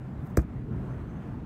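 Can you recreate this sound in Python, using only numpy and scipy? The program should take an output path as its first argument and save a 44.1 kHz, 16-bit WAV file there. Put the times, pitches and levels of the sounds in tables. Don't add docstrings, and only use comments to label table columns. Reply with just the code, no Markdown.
import sys
import numpy as np
from scipy import signal
from scipy.fft import rfft, irfft, next_fast_len
from scipy.io import wavfile
from scipy.ndimage import uniform_filter1d, map_coordinates

SR = 44100
rng = np.random.default_rng(int(sys.argv[2]) if len(sys.argv) > 2 else 0)


def decibels_to_gain(level_db):
    exponent = np.asarray(level_db, float) / 20
    return 10 ** exponent


def pcm_store(signal):
    levels = np.round(np.clip(np.atleast_2d(signal), -1, 1) * 32767)
    wavfile.write(sys.argv[1], SR, levels.astype(np.int16).T)


N = 63945
T = np.arange(N) / SR

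# (frequency [Hz], level [dB], t60 [s])
SHELL_MODES = [(6100, -42, 0.025), (2443, -39.5, 0.027), (1562, -16.5, 0.0073), (1317, -13, 0.0076),
               (704, -23.5, 0.034), (448, -12.5, 0.026), (394, -9, 0.029), (342, -13.5, 0.043)]
# (frequency [Hz], density [dB per Hz])
SLAP_COLOUR = [(800, -14), (2000, -10), (3100, -18), (5000, -5), (9000, -4), (10600, -15), (13000, -5),
               (15700, -12)]
# (delay [s], frequency [Hz], level [dB], t60 [s], push 1 or release -1 [sign])
MASS_MODES = [
    (.0108, 122, -8.5, 0.04, 1),
    (.0113, 178, -22, 0.09, 1),
    (.0130, 62, -11.5, 0.15, -1),
]
# (delay [s], level [dB])
ECHOES = [
    (0.0171, -11),
    (0.0204, -11.5),
]
# (middle [s], half length [s], level [dB])
RUSTLES = [
    (0.23, 0.025, -79),
    (0.264, 0.011, -73),
    (0.303, 0.011, -71),
    (0.272, .003, -73),
    (.364, .005, -78),
    (1.005, .012, -84),
]
# (frequency [Hz], density [dB per Hz])
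CLOTH_COLOUR = [(2500, -25), (5000, -5), (9500, -3), (10500, -8), (12000, -2), (15700, 0)]
# (time [s], frequency [Hz], level [dB], t60 [s])
PALM_TAP = (1.3425, 870, -39, .04)
# (time [s], level [dB])
TYRE_LEVEL = [
    (0.0, -56.5),
    (0.286, -55.5),
    (0.646, -55.5),
    (0.848, -53),
    (1.45, -56),
]
# (frequency [Hz], density [dB per Hz])
RUMBLE_COLOUR = [(25, -42), (40, -12.5), (52, -6.5), (72, -5.5), (92, -8), (170, -7), (300, -15),
                 (480, -28)]
# (frequency [Hz], density [dB per Hz])
TYRE_COLOUR = [(400, -1.5), (650, -1), (1400, -8), (2400, -19.5), (5000, -36), (7000, -37), (11000, -42.5),
               (15700, -44)]
# (time [s], level [dB])
DRONE_LEVEL = [(0, -46), (.03, -37), (.15, -46), (.234, -33.5), (.28, -46), (.5, -45.5), (.63, -35.5),
               (.68, -47.5), (.76, -36), (.86, -41), (.915, -32.5), (1.01, -46), (1.26, -63), (1.31, -39),
               (1.45, -48.5)]
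# (middle [s], half length [s], frequency [Hz], level [dB])
WHINES = [
    (0.915, .03, 6250, -82),
    (1.105, .02, 6220, -81),
    (1.165, 0.025, 6300, -82),
]

SLAM_S = 0.3692
SLAP_DB, SLAP_RISE_S, SLAP_HOLD_S, SLAP_T60_S = -45, 0.001, 0.0095, 0.016
SNAP_S, SNAP_HALF_S, SNAP_DB = 0.0036, 0.0009, -34.5
GRIT_DB, GRIT_T60_S, GRIT_START_S, GRIT_RISE_S = -60, 0.25, 0.014, 0.0025
GRIT_SETTLES_S, SETTLE_DB_PER_S = 0.036, 500
CLICK_S, WAKE_CYCLES = 0.0031, 0.45
MODE_RISE_CYCLES, PUSH_RISE_CYCLES = 0.7, 0.22
WALL_LOW_HZ, WALL_HIGH_HZ = 505, 2700
YARD_DB, YARD_T60_S, YARD_START_S, YARD_HIGH_HZ = -9.5, 0.07, 0.012, 2520
CLOTH_GRAIN_DB = 0.5
RUMBLE_DB, TYRES_DB, TYRE_PATCH_DB = -37, 3, 1.4
DRONE_HZ, DRONE_WIDTH_HZ, DRONE_DB = 129.84, 4.32, -2
WHINE_WIDTH_HZ, WHINE_FLUTTER_DB = 150, 2.5
DUCK_DB, DUCK_START_S, DUCK_BACK_S = -2, 0.425, 0.065
TOP_HZ, TOP_EDGE_HZ, ABOVE_TOP_DB = 15750, 150, -18


def unit(x):
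    return x / np.sqrt(np.mean(x ** 2) + 1e-20)


def filtered(x, response):
    size = next_fast_len(N + SR // 4)
    spectrum = rfft(x, size) * response(np.fft.rfftfreq(size, 1 / SR))
    return irfft(spectrum, size)[:N]


def noise(colour, patchy_db=0):
    z = signal.stft(rng.standard_normal(N + 512), nperseg=512)[2]
    patches = uniform_filter1d(rng.standard_normal(z.shape), 6, 0)
    patches = unit(uniform_filter1d(patches, 12, 1))
    x = signal.istft(z * decibels_to_gain(patchy_db * patches), nperseg=512)[1][:N]
    below, above = (colour[0][0] * 0.5, -120), (colour[-1][0] * 2, -120)
    f, db = np.transpose([below, *colour, above])
    return unit(filtered(x, lambda hz: decibels_to_gain(np.interp(np.log(hz + 1), np.log(f), db))))


def wobble(rate):
    return map_coordinates(rng.standard_normal(int(N * rate / SR) + 4), [T * rate])


def curve(rows):
    return np.interp(T, *np.transpose(rows))


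def ring(start_s, hz, db, t60, rise_cycles):
    t = np.maximum(T - start_s, 0)
    envelope = decibels_to_gain(db - 60 * t / t60) * (1 - np.exp(-t * hz / rise_cycles))
    return envelope * np.sin(2 * np.pi * hz * t)


def swell(middle_s, half_s):
    return np.exp(-0.5 * ((T - middle_s) / half_s) ** 2)


def unsteady(hz, width_hz):
    pitch = hz + width_hz * wobble(41.26)
    return np.sqrt(2) * np.sin(2 * np.pi * np.cumsum(pitch) / SR)


def skin_slap():
    t = T - SLAM_S
    fall_db = -60 * np.maximum(t - SLAP_HOLD_S, 0) / SLAP_T60_S
    slap = decibels_to_gain(SLAP_DB + fall_db + 4.2 * wobble(900)) * np.clip(t / SLAP_RISE_S, 0, 1)
    snap = decibels_to_gain(SNAP_DB) * swell(SLAM_S + SNAP_S, SNAP_HALF_S)
    return (slap + snap) * noise(SLAP_COLOUR)


def shell():
    start = SLAM_S + CLICK_S
    return sum(ring(start + WAKE_CYCLES / hz, hz, db, t60, MODE_RISE_CYCLES)
               for hz, db, t60 in SHELL_MODES)


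def grit():
    t = T - SLAM_S - GRIT_START_S
    fall_db = -60 * np.maximum(t, 0) / GRIT_T60_S
    settle_db = -SETTLE_DB_PER_S * np.maximum(t - GRIT_SETTLES_S, 0)
    level = decibels_to_gain(GRIT_DB + fall_db + settle_db + 1.7 * wobble(340))
    return level * np.clip(t / GRIT_RISE_S, 0, 1) * noise(SLAP_COLOUR)


def boom():
    return sum(way * ring(SLAM_S + delay, hz, db, t60, PUSH_RISE_CYCLES)
               for delay, hz, db, t60, way in MASS_MODES)


def walls(blow):
    def echo_response(f):
        low_cut = (1j * f / WALL_LOW_HZ) ** 2 / (1 + 1j * f / WALL_LOW_HZ) ** 2
        high_cut = 1 / (1 + 1j * f / WALL_HIGH_HZ) ** 2
        arrivals = sum(decibels_to_gain(db) * np.exp(-2j * np.pi * f * delay) for delay, db in ECHOES)
        return low_cut * high_cut * arrivals

    scatter = rng.standard_normal(N) * decibels_to_gain(-60 * T / YARD_T60_S) * (T > YARD_START_S)
    tail = signal.fftconvolve(blow, scatter / np.linalg.norm(scatter))[:N]
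    tail = filtered(tail, lambda f: 1 / (1 + 1j * f / YARD_HIGH_HZ) ** 2)
    return filtered(blow, echo_response) + decibels_to_gain(YARD_DB) * tail


def jacket():
    level = sum(decibels_to_gain(db) * swell(middle, half) for middle, half, db in RUSTLES)
    grain = decibels_to_gain(CLOTH_GRAIN_DB * wobble(280))
    return level * unit(grain * noise(CLOTH_COLOUR, 1.0))


def palm_tap():
    return ring(*PALM_TAP, MODE_RISE_CYCLES)


def traffic():
    rumble = decibels_to_gain(RUMBLE_DB + 1.53 * wobble(5.79)) * noise(RUMBLE_COLOUR, 1.62)
    tyre_level = decibels_to_gain(curve(TYRE_LEVEL) + TYRES_DB + 0.9 * wobble(9.15))
    return rumble + tyre_level * noise(TYRE_COLOUR, TYRE_PATCH_DB)


def ventilation():
    return decibels_to_gain(curve(DRONE_LEVEL) + DRONE_DB) * unsteady(DRONE_HZ, DRONE_WIDTH_HZ)


def brake_whine():
    total = 0
    for middle, half, hz, db in WHINES:
        level = decibels_to_gain(db + WHINE_FLUTTER_DB * wobble(60.5)) * swell(middle, half)
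        colour = [(hz + step * WHINE_WIDTH_HZ, density)
                  for step, density in [(-3, -25), (-1, -6), (0, 0), (1, -6), (3, -25)]]
        total = total + level * noise(colour)
    return total


def scene():
    blow = skin_slap() + shell() + grit()
    near = blow + walls(blow) + boom() + jacket() + palm_tap()
    far = traffic() + ventilation() + brake_whine()
    return (near + far)[None]


def roll_off(x):
    return signal.sosfilt(signal.butter(12, 16450, fs=SR, output="sos"), x)


def record(dry):
    u = np.maximum(T - DUCK_START_S, 0) / DUCK_BACK_S
    ducked = dry[0] * decibels_to_gain(DUCK_DB * u * np.exp(1 - u))

    def top_shelf(hz):
        return decibels_to_gain(ABOVE_TOP_DB * (1 + np.tanh((hz - TOP_HZ) / TOP_EDGE_HZ)) / 2)

    return roll_off(filtered(ducked, top_shelf)[None])


dry = scene()
out = record(dry)
pcm_store(out)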